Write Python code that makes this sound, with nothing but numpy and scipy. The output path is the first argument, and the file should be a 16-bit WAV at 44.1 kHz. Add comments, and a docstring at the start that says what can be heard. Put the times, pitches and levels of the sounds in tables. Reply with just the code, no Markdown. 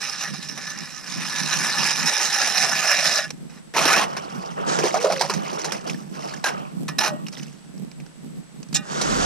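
"""A hand auger shaves through thin lake ice, stops, then crunches through: fractures excite ice and steel.
In the flooded hole, gliding bubble tones glug, and noise shaped by bursts washes, slaps and drips.
The blade glances off the ice and its steel modes ring on as decaying sines.
The hand-held camera rumbles, hisses and whines, and swings away with a rustle of clothing and air buffets."""
import sys
import numpy as np
from scipy import signal
from scipy.fft import rfft, irfft, next_fast_len
from scipy.io import wavfile
from scipy.ndimage import uniform_filter1d, map_coordinates

SR = 44100
rng = np.random.default_rng(int(sys.argv[2]) if len(sys.argv) > 2 else 0)


def waveform_to_disk(signal):
    """Save audio, clipped to [-1, 1], as 16-bit WAV at the path in sys.argv[1]."""
    frames = np.transpose(np.atleast_2d(signal))
    scaled = np.clip(frames, -1, 1) * 32767
    samples = np.round(scaled).astype(np.int16)
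    wavfile.write(sys.argv[1], SR, samples)


N = 407925  # length in samples

# Levels marked "relative" are trimmed, filtered or mixed further in the layer that uses them.
# how hard the blades bear on the ice: [t/s, relative level/dB]
BLADE_PUSH = [(0, -27), (0.27, -29), (0.32, -36), (1.08, -35.5), (1.15, -30), (1.6, -21), (3.182, -20)]
# blades catching and breaking off a larger flake: [t/s, relative level/dB]
BLADE_BITES = [(0.235, -11), (0.335, -19), (0.424, -17), (0.485, -15.5), (0.575, -16), (0.666, -17.5),
               (3.184, -7.5), (3.238, -15)]
# the pit under the blades rings lower and louder as it deepens: [t/s, f/Hz, level/dB relative to the force]
PIT_RING = [(0, 1181, -22), (2.3, 839, -13.5), (3.05, 634.5, -10.5)]
# modes of the steel auger: [f/Hz, width/Hz before the damping factor, relative level/dB]
STEEL_MODES = [(593.5, 12, -3.5), (806.5, 18, 3), (1237, 24, 4), (1507, 20, 3.5), (1738, 31, 11.5),
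               (1890, 7.3, 10.5), (2453, 190, 0.5), (2778, 30, 1.5), (3590, 81, -7), (3906, 250, 0),
               (5195, 210, 4), (5660, 70, -2)]
# shoves of the spiral crushing wet ice at the rim:
# [start t/s, length/s, relative level/dB, steel level/dB relative to the shove]
RIM_CRUNCHES = [(3.496, 0.09, -39.5, -17), (3.738, 0.025, -15, -33), (3.764, 0.075, -7.5, -23),
                (3.853, 0.0088, -3.5, -19), (3.877, 0.014, -5, -20), (3.902, 0.043, -7.5, -15.5),
                (3.96, 0.035, -5.5, -21.5), (4.011, 0.03, -8.5, -46), (4.166, 0.011, -16.5, -35),
                (6.44, 0.0052, -9.5, -16.5), (6.457, 0.029, -10, -32), (6.881, 0.0064, -15.5, -14.5),
                (6.984, 0.006, -10.5, -10), (7.003, 0.012, -7.5, -20), (7.032, 0.047, -12, -16)]
# air pockets gulping in the hole, each throwing up slush:
# [t/s, relative ring level/dB, f/Hz, relative slush level/dB]
AIR_GLUGS = [(4.787, -14.5, 427, -15), (4.838, -7.5, 420, -16.5), (4.942, -6, 700, -17.5),
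             (5.044, -6, 500, -17.5), (5.1, -7, 635, -23), (5.21, -8, 840, -10.5), (5.297, -11, 1030, -14)]
# the air in the hole rings, rising as water climbs and falling as the spiral leaves:
# [start t/s, length/s, relative level/dB, first f/Hz, last f/Hz]
HOLE_GULPS = [(3.903, 0.0387, -22, 1091, 1524), (3.985, 0.037, -25.5, 720, 1160),
              (3.937, 0.038, -23.5, 2190, 2780), (4.96, .3, -29.5, 440.5, 578),
              (5.04, 0.031, -18.5, 680, 608), (5.659, 0.035, -34, 750, 880),
              (6.439, 0.033, -22.5, 1765, 1560), (7.007, 0.059, -25.5, 900, 839),
              (7.067, 0.079, -32.5, 620, 605)]
# slush falling back on the ice, and at 9.01 s a scuff on the ice: [t/s, relative level/dB]
SPLASHES_AND_SCUFF = [(4.864, -19.5), (5.122, -14), (5.336, -16.5), (5.644, -14.5), (5.7195, -14.5),
                      (9.012, -11.5)]
# drops falling from the spiral: [t/s, relative level/dB, f/Hz]
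SPIRAL_DRIPS = [(5.897, -16.5, 2470), (5.9448, -29, 1720), (6.338, -23, 1670), (7.2663, -24, 2760),
                (8.001, -34.5, 2370)]
# crumbs of ice snapping off the auger and ticking on the ice: [t/s, relative level/dB]
ICE_TICKS = [(3.304, -16), (7.283, -22), (7.777, -36.5), (7.914, -32.5), (8.062, -35), (8.628, -28),
             (8.686, -40), (8.728, -21)]
# strokes of the auger stirring the water:
# [start t/s, length/s, relative wash level/dB, relative spray level/dB]
WATER_STROKES = [(4.04, 0.47, -43.5, -49.5), (4.551, 0.41, -36.5, -48.5), (4.786, 0.45, -43.5, -34.5),
                 (5.349, 0.4, -40.5, -40), (5.836, 0.052, -41.5, -39.5), (6.119, 0.2, -44, -44),
                 (6.444, 0.14, -39.5, -50.5), (7.316, 0.037, -53, -37.5)]
# the blade glancing off the ice: [start t/s, length/s, relative level/dB]
BLADE_GLANCE = [(8.742, 0.025, -20)]
# clothing brushing past as the camera swings: [t/s, relative rustle level/dB, air buffet level/dB]
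CAMERA_SWING = [(8.82, -48, -74), (8.92, -28.5, -63), (9.05, -24, -43), (9.25, -21, -31)]
# a sleeve brushing past the camera: [start t/s, length/s, relative level/dB]
SLEEVE_BRUSH = [(4.66, 0.077, -22)]
# the hand shifting its grip on the camera case: [start t/s, length/s, relative level/dB]
GRIP_SHIFTS = [(1.08, 0.94, -45.5), (3.33, 0.082, -39), (3.75, 3.72, -41.5), (7.735, 0.19, -40.5),
               (8.23, 0.049, -40), (8.69, 0.87, -39)]

# brittle shavings under the blades: [f/Hz, relative level/dB]
SHAVING_SPECTRUM = [(90, -55), (330, -16.5), (800, -10), (1700, -1.5), (2700, -7.5), (3270, -10.5),
                    (4300, -10), (5500, -1), (7000, -10), (11000, -19), (14500, -36)]
# wet ice crushed at the rim: [f/Hz, relative level/dB]
WET_ICE_SPECTRUM = [(70, -80), (200, -5.5), (900, 1), (2300, -0.5), (3300, -6), (5550, -4.5), (7200, -12),
                    (11000, -18.5), (14500, -35)]
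# slapping and spattering slush: [f/Hz, relative level/dB]
SLUSH_SPECTRUM = [(90, -67), (350, -8.5), (2500, -13.5), (3300, -17.5), (5500, -8.5), (8500, -20),
                  (14500, -39)]
# dull churned water: [f/Hz, relative level/dB]
WASH_SPECTRUM = [(90, -85), (300, 0), (700, 10.5), (1200, 8), (2000, -14), (2800, -6.5), (9000, -60)]
# blade edge skidding on ice: [f/Hz, relative level/dB]
EDGE_SPECTRUM = [(500, -14.5), (1900, -15), (3700, -2), (5400, -6.5), (7500, 8.5), (9000, -15),
                 (14500, -26)]
# rustling cloth: [f/Hz, relative level/dB]
CLOTH_SPECTRUM = [(80, -50), (200, 2.5), (1400, 1), (2200, -12.5), (7400, -12.5), (9500, -26), (14500, -51)]
# bumped hollow camera case: [f/Hz, relative level/dB]
CASE_SPECTRUM = [(45, -53), (108, -38), (145, 1), (200, -1), (300, -11.5), (1500, -46)]
# electronic hiss: [f/Hz, relative level/dB]
HISS_SPECTRUM = [(500, 4), (10000, -10), (14500, -31)]
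# left minus right: [f/Hz, level/dB]
PORT_BALANCE = [(200, 1.5), (750, -5), (1400, 2), (3000, -6), (3900, -2.5), (5900, -11), (8000, 0.5)]
# left port's phase lead for crisp sounds: [f/Hz, phase/rad]
CRISP_LEAD = [(1200, 0.32), (2900, 0.5), (3400, 1.28), (5000, 0), (7400, 2.5), (11000, 0.5)]
# left port's phase lead for dull rushing sounds: [f/Hz, phase/rad]
RUSH_LEAD = [(400, 4.3), (1600, 1.98), (2400, 1.5), (7000, 1.2)]

TOP_HZ = 14300
CRUNCH_RISE_S, CRUNCH_T60_S, SLIPS_PER_S = 0.0005, 0.083, 190
GULP_SETTLE, GULP_RISE_S, GULP_T60_S = 0.525, 0.00078, 0.16  # pitch glide time constant as a share of length
STIR_RISE_S, RUNOFF_T60_S = 0.019, 0.54  # water follows a stroke quickly and runs off slowly
GLANCE_RISE_S, GLANCE_T60_S = 0.0026, 0.054
GRIP_DB, GRIP_RISE_S, GRIP_T60_S = -49.5, 0.0011, 0.52  # steady grip, relative dB
FLAKES_PER_S, FLAKE_DB = 20, -11.5  # flakes relative to the push, before their colour
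STOP_T60_S = 0.27  # the shaving dies as the crank stops
DRIFT_S = 0.00051  # scale of the time drift as the grip of the blades changes
RING_DB, RING_DB_PER_OCTAVE, RING_T60_S = -42, 7.5, 0.47  # free auger at 1 kHz; higher modes die sooner


def amp(db):
    """Decibels become a linear gain."""
    return 10 ** (np.asarray(db) / 20)


def unit(x):
    """Scale a sound to an rms of 1."""
    return x / np.sqrt(np.mean(x ** 2) + 1e-20)


def along(points, hz):
    """Read a curve of (f/Hz, value) points on a log frequency axis."""
    f, v = np.transpose(points)
    return np.interp(np.log(hz + 1), np.log(f + 1), v)


def curves(rows):
    """One automation curve for each column after the time."""
    s, *cols = np.transpose(rows)
    return [np.interp(np.arange(N) / SR, s, c) for c in cols]


def during(rows):
    """A gate, open while a table lasts, with soft edges."""
    t = np.arange(N) / SR
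    is_open = (t >= rows[0][0]) & (t <= rows[-1][0])
    return uniform_filter1d(1. * is_open, size=300)


def wobble(rate):
    """A smooth random curve with rate knots a second."""
    knots = rng.standard_normal(int(N * rate / SR) + 4)
    return map_coordinates(knots, [np.arange(N) * rate / SR])


def add(track, s, sound):
    """Mix a sound into a track at time s."""
    i = max(round(s * SR), 0)
    track[i:i + len(sound)] += sound[:max(N - i, 0)]


def filtered(x, response):
    """Filter a sound by a complex response of frequency."""
    m = 2 * next_fast_len(N // 2 + SR // 4)
    return irfft(rfft(x, m) * response(np.fft.rfftfreq(m, 1 / SR)), m)[..., :N]


def colour(points, hz):
    """Minimum-phase response with a given spectrum and unit power, made by folding the cepstrum."""
    cepstrum = irfft(np.log(amp(along(points, hz))))
    cepstrum[1:len(hz) - 1] *= 2
    cepstrum[len(hz):] = 0
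    response = np.exp(rfft(cepstrum))
    return response / np.sqrt(np.mean(abs(response) ** 2))


def steel(hz, damping):
    """The auger's resonant modes at unit power; less damping narrows them as the ice lets go."""
    response = 0
    for centre, width, db in STEEL_MODES:
        loss = 1j * hz * width * damping
        response = response + amp(db) * loss / (centre * centre - hz * hz + loss)
    return response / np.sqrt(np.mean(abs(response) ** 2))


def grains(rate, spread_db):
    """Random tiny impacts of uneven size and either sign, rms 1."""
    hits = rng.random(N) < rate / SR
    signs = rng.choice([-1, 1], N)
    sizes = amp(spread_db * np.clip(rng.standard_normal(N), -2, 2))
    return unit(hits * signs * sizes)


def bursts(rows, rise, hold=1):
    """Envelope of (s, dB, t60) bursts whose powers add; a hold above 1 delays the drop."""
    power, t = np.zeros(N), np.arange(SR // 2) / SR
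    for s, db, t60 in rows:
        level = amp(db - 60 * (t / t60) ** hold) * (1 - np.exp(-t / rise))
        add(power, s, level ** 2)
    return np.sqrt(power)


def held(rows, rise, t60):
    """Envelope of (start s, length s, dB) events that rise, hold and die away; their powers add."""
    power = np.zeros(N)
    for s, length, db in rows:
        t = np.arange(int((length + 2 * t60) * SR)) / SR
        fall_db = 60 * np.maximum(t - length, 0) / t60
        add(power, s, (amp(db - fall_db) * (1 - np.exp(-t / rise))) ** 2)
    return np.sqrt(power)


def fractures(rate, life, spread_db):
    """Snaps at uneven intervals, each jumping up and decaying exponentially: an envelope of rms 1."""
    snaps = grains(rate, spread_db) ** 2
    return unit(np.sqrt(signal.lfilter([1], [1, -np.exp(-2 / (life * SR))], snaps)))


def bubble(hz, cycles, glide, onset):
    """An air pocket rings for some cycles while its pitch drifts up."""
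    turns = np.arange(int(SR * cycles / hz) + 2) * hz / SR
    tone = np.sin(2 * np.pi * turns * (1 + glide * turns / cycles))
    return tone * amp(-60 * turns / cycles) * (1 - np.exp(-turns / onset))


def plop(hz, cycles, trail_s, trail_db):
    """One air pocket rings and breaks up into a fading trail of small ones."""
    track = np.zeros(SR // 2)
    add(track, 0, bubble(hz, cycles, glide=0.068, onset=0.55))
    for delay, size, strength in rng.random((40, 3)):
        small = bubble(hz * 2 ** (2 * size - .4), cycles, glide=0.22, onset=1)
        add(track, trail_s * delay, amp(trail_db - 10 * (delay + size + strength)) * small)
    return track


def fizz(count, centre_hz, octaves):
    """A steady crowd of little bubbles of uneven pitch and size, rms 1."""
    track = np.zeros(N)
    times = rng.random(count) * N / SR
    spreads = np.clip(rng.standard_normal((count, 2)), -2, 2)
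    for s, (pitch, size) in zip(times, spreads):
        hz = centre_hz * 2 ** (octaves * pitch)
        add(track, s, amp(3.0 * size) * bubble(hz, cycles=25.4, glide=0.15, onset=0.91))
    return unit(track)


def shifting(x, depth_db):
    """Each patch of time and frequency gets a random gain, so the colour keeps shifting."""
    z = signal.stft(x, nperseg=256)[2]
    field = uniform_filter1d(rng.standard_normal(z.shape), size=5, axis=0)  # across frequency
    field = uniform_filter1d(field, size=14, axis=1)  # across time
    return signal.istft(z * amp(depth_db * unit(field)), nperseg=256)[1][:N]


def ports(x, phase, apart_db):
    """Two microphone ports differ in level and phase by frequency; treble flutters oppositely in each."""
    side = np.array([[.5], [-.5]])  # left, right
    flutter = amp(apart_db) * filtered(x * wobble(500), lambda hz: hz / (hz + 2000))

    def placement(hz):
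        """Level and phase of each port."""
        return amp(side * along(PORT_BALANCE, hz)) * np.exp(1j * side * along(phase, hz))
    return filtered(x + 2 * side * flutter, placement)


def camera():
    """Fingers bump the hollow case, which rocks the ports against each other; electronics hiss and whine."""
    left, right, rocking = [grains(rate=240, spread_db=5) for _ in range(3)]
    bumps = np.array([0.63 * (left + rocking), right - rocking])
    grip = np.hypot(amp(GRIP_DB), held(GRIP_SHIFTS, GRIP_RISE_S, GRIP_T60_S))
    rumble = grip * amp(5.0 + 3.7 * wobble(16)) * filtered(bumps, lambda hz: colour(CASE_SPECTRUM, hz))
    hiss = amp(-52.0) * filtered(rng.standard_normal((2, N)), lambda hz: colour(HISS_SPECTRUM, hz))
    narrow = filtered(rng.standard_normal((2, N)), lambda hz: 1 / (1 + ((hz - 7807) / 55) ** 2))
    whine = amp(-60.5) * unit(narrow)
    return rumble + hiss + whine


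def sliding():
    """Clothing rustles as filtered grains; as the camera swings, low air noise buffets each port."""
    rustle_db, buffet_db = curves(CAMERA_SWING)
    swing = during(CAMERA_SWING)
    rustle = swing * amp(rustle_db) + held(SLEEVE_BRUSH, rise=0.017, t60=0.46)
    rubbing = grains(rate=8100, spread_db=-0.5) * amp(0.14 * wobble(62))
    cloth = filtered(rubbing, lambda hz: colour(CLOTH_SPECTRUM, hz))
    air = filtered(rng.standard_normal((2, N)), lambda hz: 1j * hz / (1 + 1j * hz / 70) ** 4)
    return ports(rustle * cloth, RUSH_LEAD, apart_db=-5.0) + swing * amp(buffet_db) * unit(air)


def glance():
    """The bare blade skids on the surface; the free auger rattles and rings on, its low modes longest."""
    chatter = held(BLADE_GLANCE, GLANCE_RISE_S, GLANCE_T60_S) * grains(rate=13000, spread_db=-3.0)
    skid = filtered(chatter, lambda hz: colour(EDGE_SPECTRUM, hz) * (1 + amp(-7.5) * steel(hz, damping=0.83)))
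    start, length, _ = BLADE_GLANCE[0]
    t = np.arange(SR) / SR
    for hz, _, _ in STEEL_MODES:
        khz = hz / 1000
        db = RING_DB + RING_DB_PER_OCTAVE * np.log2(khz) - 60 * t * khz / RING_T60_S
        rattle = wobble(70)[:len(t)]  # shakes level and phase together
        ring = amp(db + 2 * rattle) * np.sin(2 * np.pi * hz * t + rattle)
        add(skid, start + length / 2, ring)
    return ports(skid, CRISP_LEAD, apart_db=-6)


def water():
    """Water washes round the spiral as noise and bubbles; slush slaps, something scuffs the ice, single drops
    and crumbs fall."""
    wash_strokes = [(s, length, db) for s, length, db, _ in WATER_STROKES]
    spray_strokes = [(s, length, db) for s, length, _, db in WATER_STROKES]
    flow = held(wash_strokes, STIR_RISE_S, RUNOFF_T60_S)
    spatter = held(spray_strokes, STIR_RISE_S, RUNOFF_T60_S)
    swirl = filtered(grains(rate=10000, spread_db=1), lambda hz: colour(WASH_SPECTRUM, hz))
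    wash = flow * (amp(7.5) * swirl + amp(3) * fizz(count=3500, centre_hz=874, octaves=0.743))

    spray = spatter * fractures(rate=170, life=0.011, spread_db=4)
    slap_rows = [(s, db, .1) for s, *_, db in AIR_GLUGS + SPLASHES_AND_SCUFF]
    tap_rows = [(s, db, .028) for s, db, *_ in SPIRAL_DRIPS + ICE_TICKS]
    slaps = amp(-7.5) * bursts(slap_rows, rise=0.00066)
    taps = amp(-5) * bursts(tap_rows, rise=0.0014)
    impacts = np.sqrt(spray ** 2 + slaps ** 2 + taps ** 2) * rng.standard_normal(N)
    slush = filtered(impacts, lambda hz: colour(SLUSH_SPECTRUM, hz))

    drops = amp(-5) * spatter * fizz(count=1300, centre_hz=2800, octaves=0.6)
    for s, db, hz in SPIRAL_DRIPS:
        add(drops, s, amp(db) * plop(hz, cycles=30, trail_s=0.016, trail_db=-10))
    dull = ports(shifting(wash, depth_db=2.2), RUSH_LEAD, apart_db=-6)
    crisp = ports(shifting(slush, depth_db=2.2) + drops, CRISP_LEAD, apart_db=-6)
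    return dull + crisp


def glugging():
    """Large air pockets gulp and churn the water into froth; the hole rings and holds back the lows."""
    track, t = np.zeros(N), np.arange(N) / SR
    for s, db, hz, _ in AIR_GLUGS:
        add(track, s, amp(db) * plop(hz, cycles=22.4, trail_s=0.04, trail_db=-2.5))
    froth = bursts([(s, db - 23.5, .22) for s, db, *_ in AIR_GLUGS], rise=0.0018)
    track += froth * fizz(count=9000, centre_hz=1370, octaves=0.67)
    for s, length, db, first_hz, last_hz in HOLE_GULPS:
        glide = np.exp(-np.maximum(t - s, 0) / (GULP_SETTLE * length))
        pitch_hz = (last_hz + (first_hz - last_hz) * glide) * (1 + 0.035 * wobble(200))
        level = held([(s, length, db)], GULP_RISE_S, GULP_T60_S) * amp(2.5 * wobble(130))
        track += level * np.sin(2 * np.pi * np.cumsum(pitch_hz) / SR)
    hole = signal.sosfilt(signal.butter(3, 330, 'high', fs=SR, output='sos'), track)
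    return ports(hole, CRISP_LEAD, apart_db=-10)


def crunching():
    """Wet ice crushes and bubbles against the spiral, which rings; churned water follows as a dull tail."""
    shoves = [(s, length, db) for s, length, db, _ in RIM_CRUNCHES]
    knocks = [(s, length, db + ring_db) for s, length, db, ring_db in RIM_CRUNCHES]
    slips = unit(np.hypot(1, fractures(rate=SLIPS_PER_S, life=0.0087, spread_db=2.5)))
    force = held(shoves, CRUNCH_RISE_S, CRUNCH_T60_S) * slips
    knock_force = held(knocks, CRUNCH_RISE_S, CRUNCH_T60_S) * slips
    chips = grains(rate=20000, spread_db=1.5)
    crush = filtered(force * chips, lambda hz: amp(-15) * colour(WET_ICE_SPECTRUM, hz))
    ring = filtered(knock_force * chips, lambda hz: steel(hz, damping=.75))
    tail = held(shoves, rise=.02, t60=.6) * rng.standard_normal(N)
    churn = amp(-22.0) * filtered(tail, lambda hz: colour(WASH_SPECTRUM, hz))
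    wet = amp(-18.5) * force * fizz(count=3000, centre_hz=1344, octaves=0.516)
    crisp = ports(shifting(crush + ring, depth_db=1.6) + wet, CRISP_LEAD, apart_db=-7)
    return crisp + ports(churn, RUSH_LEAD, apart_db=-6)


def cutting():
    """Small fractures under the blades shake the auger and the air in the pit; brittle flakes crunch off."""
    cranking = held([(0, BLADE_PUSH[-1][0], 0)], rise=0.0005, t60=STOP_T60_S)
    push_db = curves(BLADE_PUSH)[0] + wobble(29.87)
    push = amp(push_db) * cranking * fractures(rate=460, life=0.019, spread_db=2.0)
    bites = bursts([(s, db, .035) for s, db in BLADE_BITES], rise=0.001, hold=2.9)
    force = np.hypot(push, amp(-13.0) * bites)

    chips = force * grains(rate=8000, spread_db=6.5)
    shaving = filtered(chips, lambda hz: amp(-5.5) * colour(SHAVING_SPECTRUM, hz))
    breaks = amp(FLAKE_DB) * push * fractures(rate=FLAKES_PER_S, life=0.02, spread_db=0)
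    # flakes are brighter than the shaving
    flakes = filtered(breaks * rng.standard_normal(N),
                      lambda hz: colour(SHAVING_SPECTRUM, hz) * hz ** 2 / (hz ** 2 + 3000 ** 2))
    ring = filtered(force * rng.standard_normal(N),
                    lambda hz: amp(-5.5) * steel(hz, damping=1) / (1 + (hz / 7500) ** 6))
    # a wandering delay bends the pitch of the ice and the steel
    drifting = map_coordinates(shaving + ring + flakes, [np.arange(N) + DRIFT_S * SR * wobble(10)])

    pit_hz, pit_db = curves(PIT_RING)
    pit = amp(pit_db) * force * wobble(200) * np.sin(2 * np.pi * np.cumsum(pit_hz) / SR)
    return ports(shifting(drifting, depth_db=2.4) + pit, CRISP_LEAD, apart_db=-6)


def scene():
    """Everything heard on the open ice."""
    return cutting() + crunching() + glugging() + water() + glance() + sliding() + camera()


def record(dry):
    """The camera rounds off the highest peaks and cuts steeply above its band limit."""
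    rounded = dry / (1 + (dry / .8) ** 6) ** (1 / 6)
    return filtered(rounded, lambda hz: 1 / (1 + (hz / TOP_HZ) ** 80))


dry = scene()
out = record(dry)
waveform_to_disk(out)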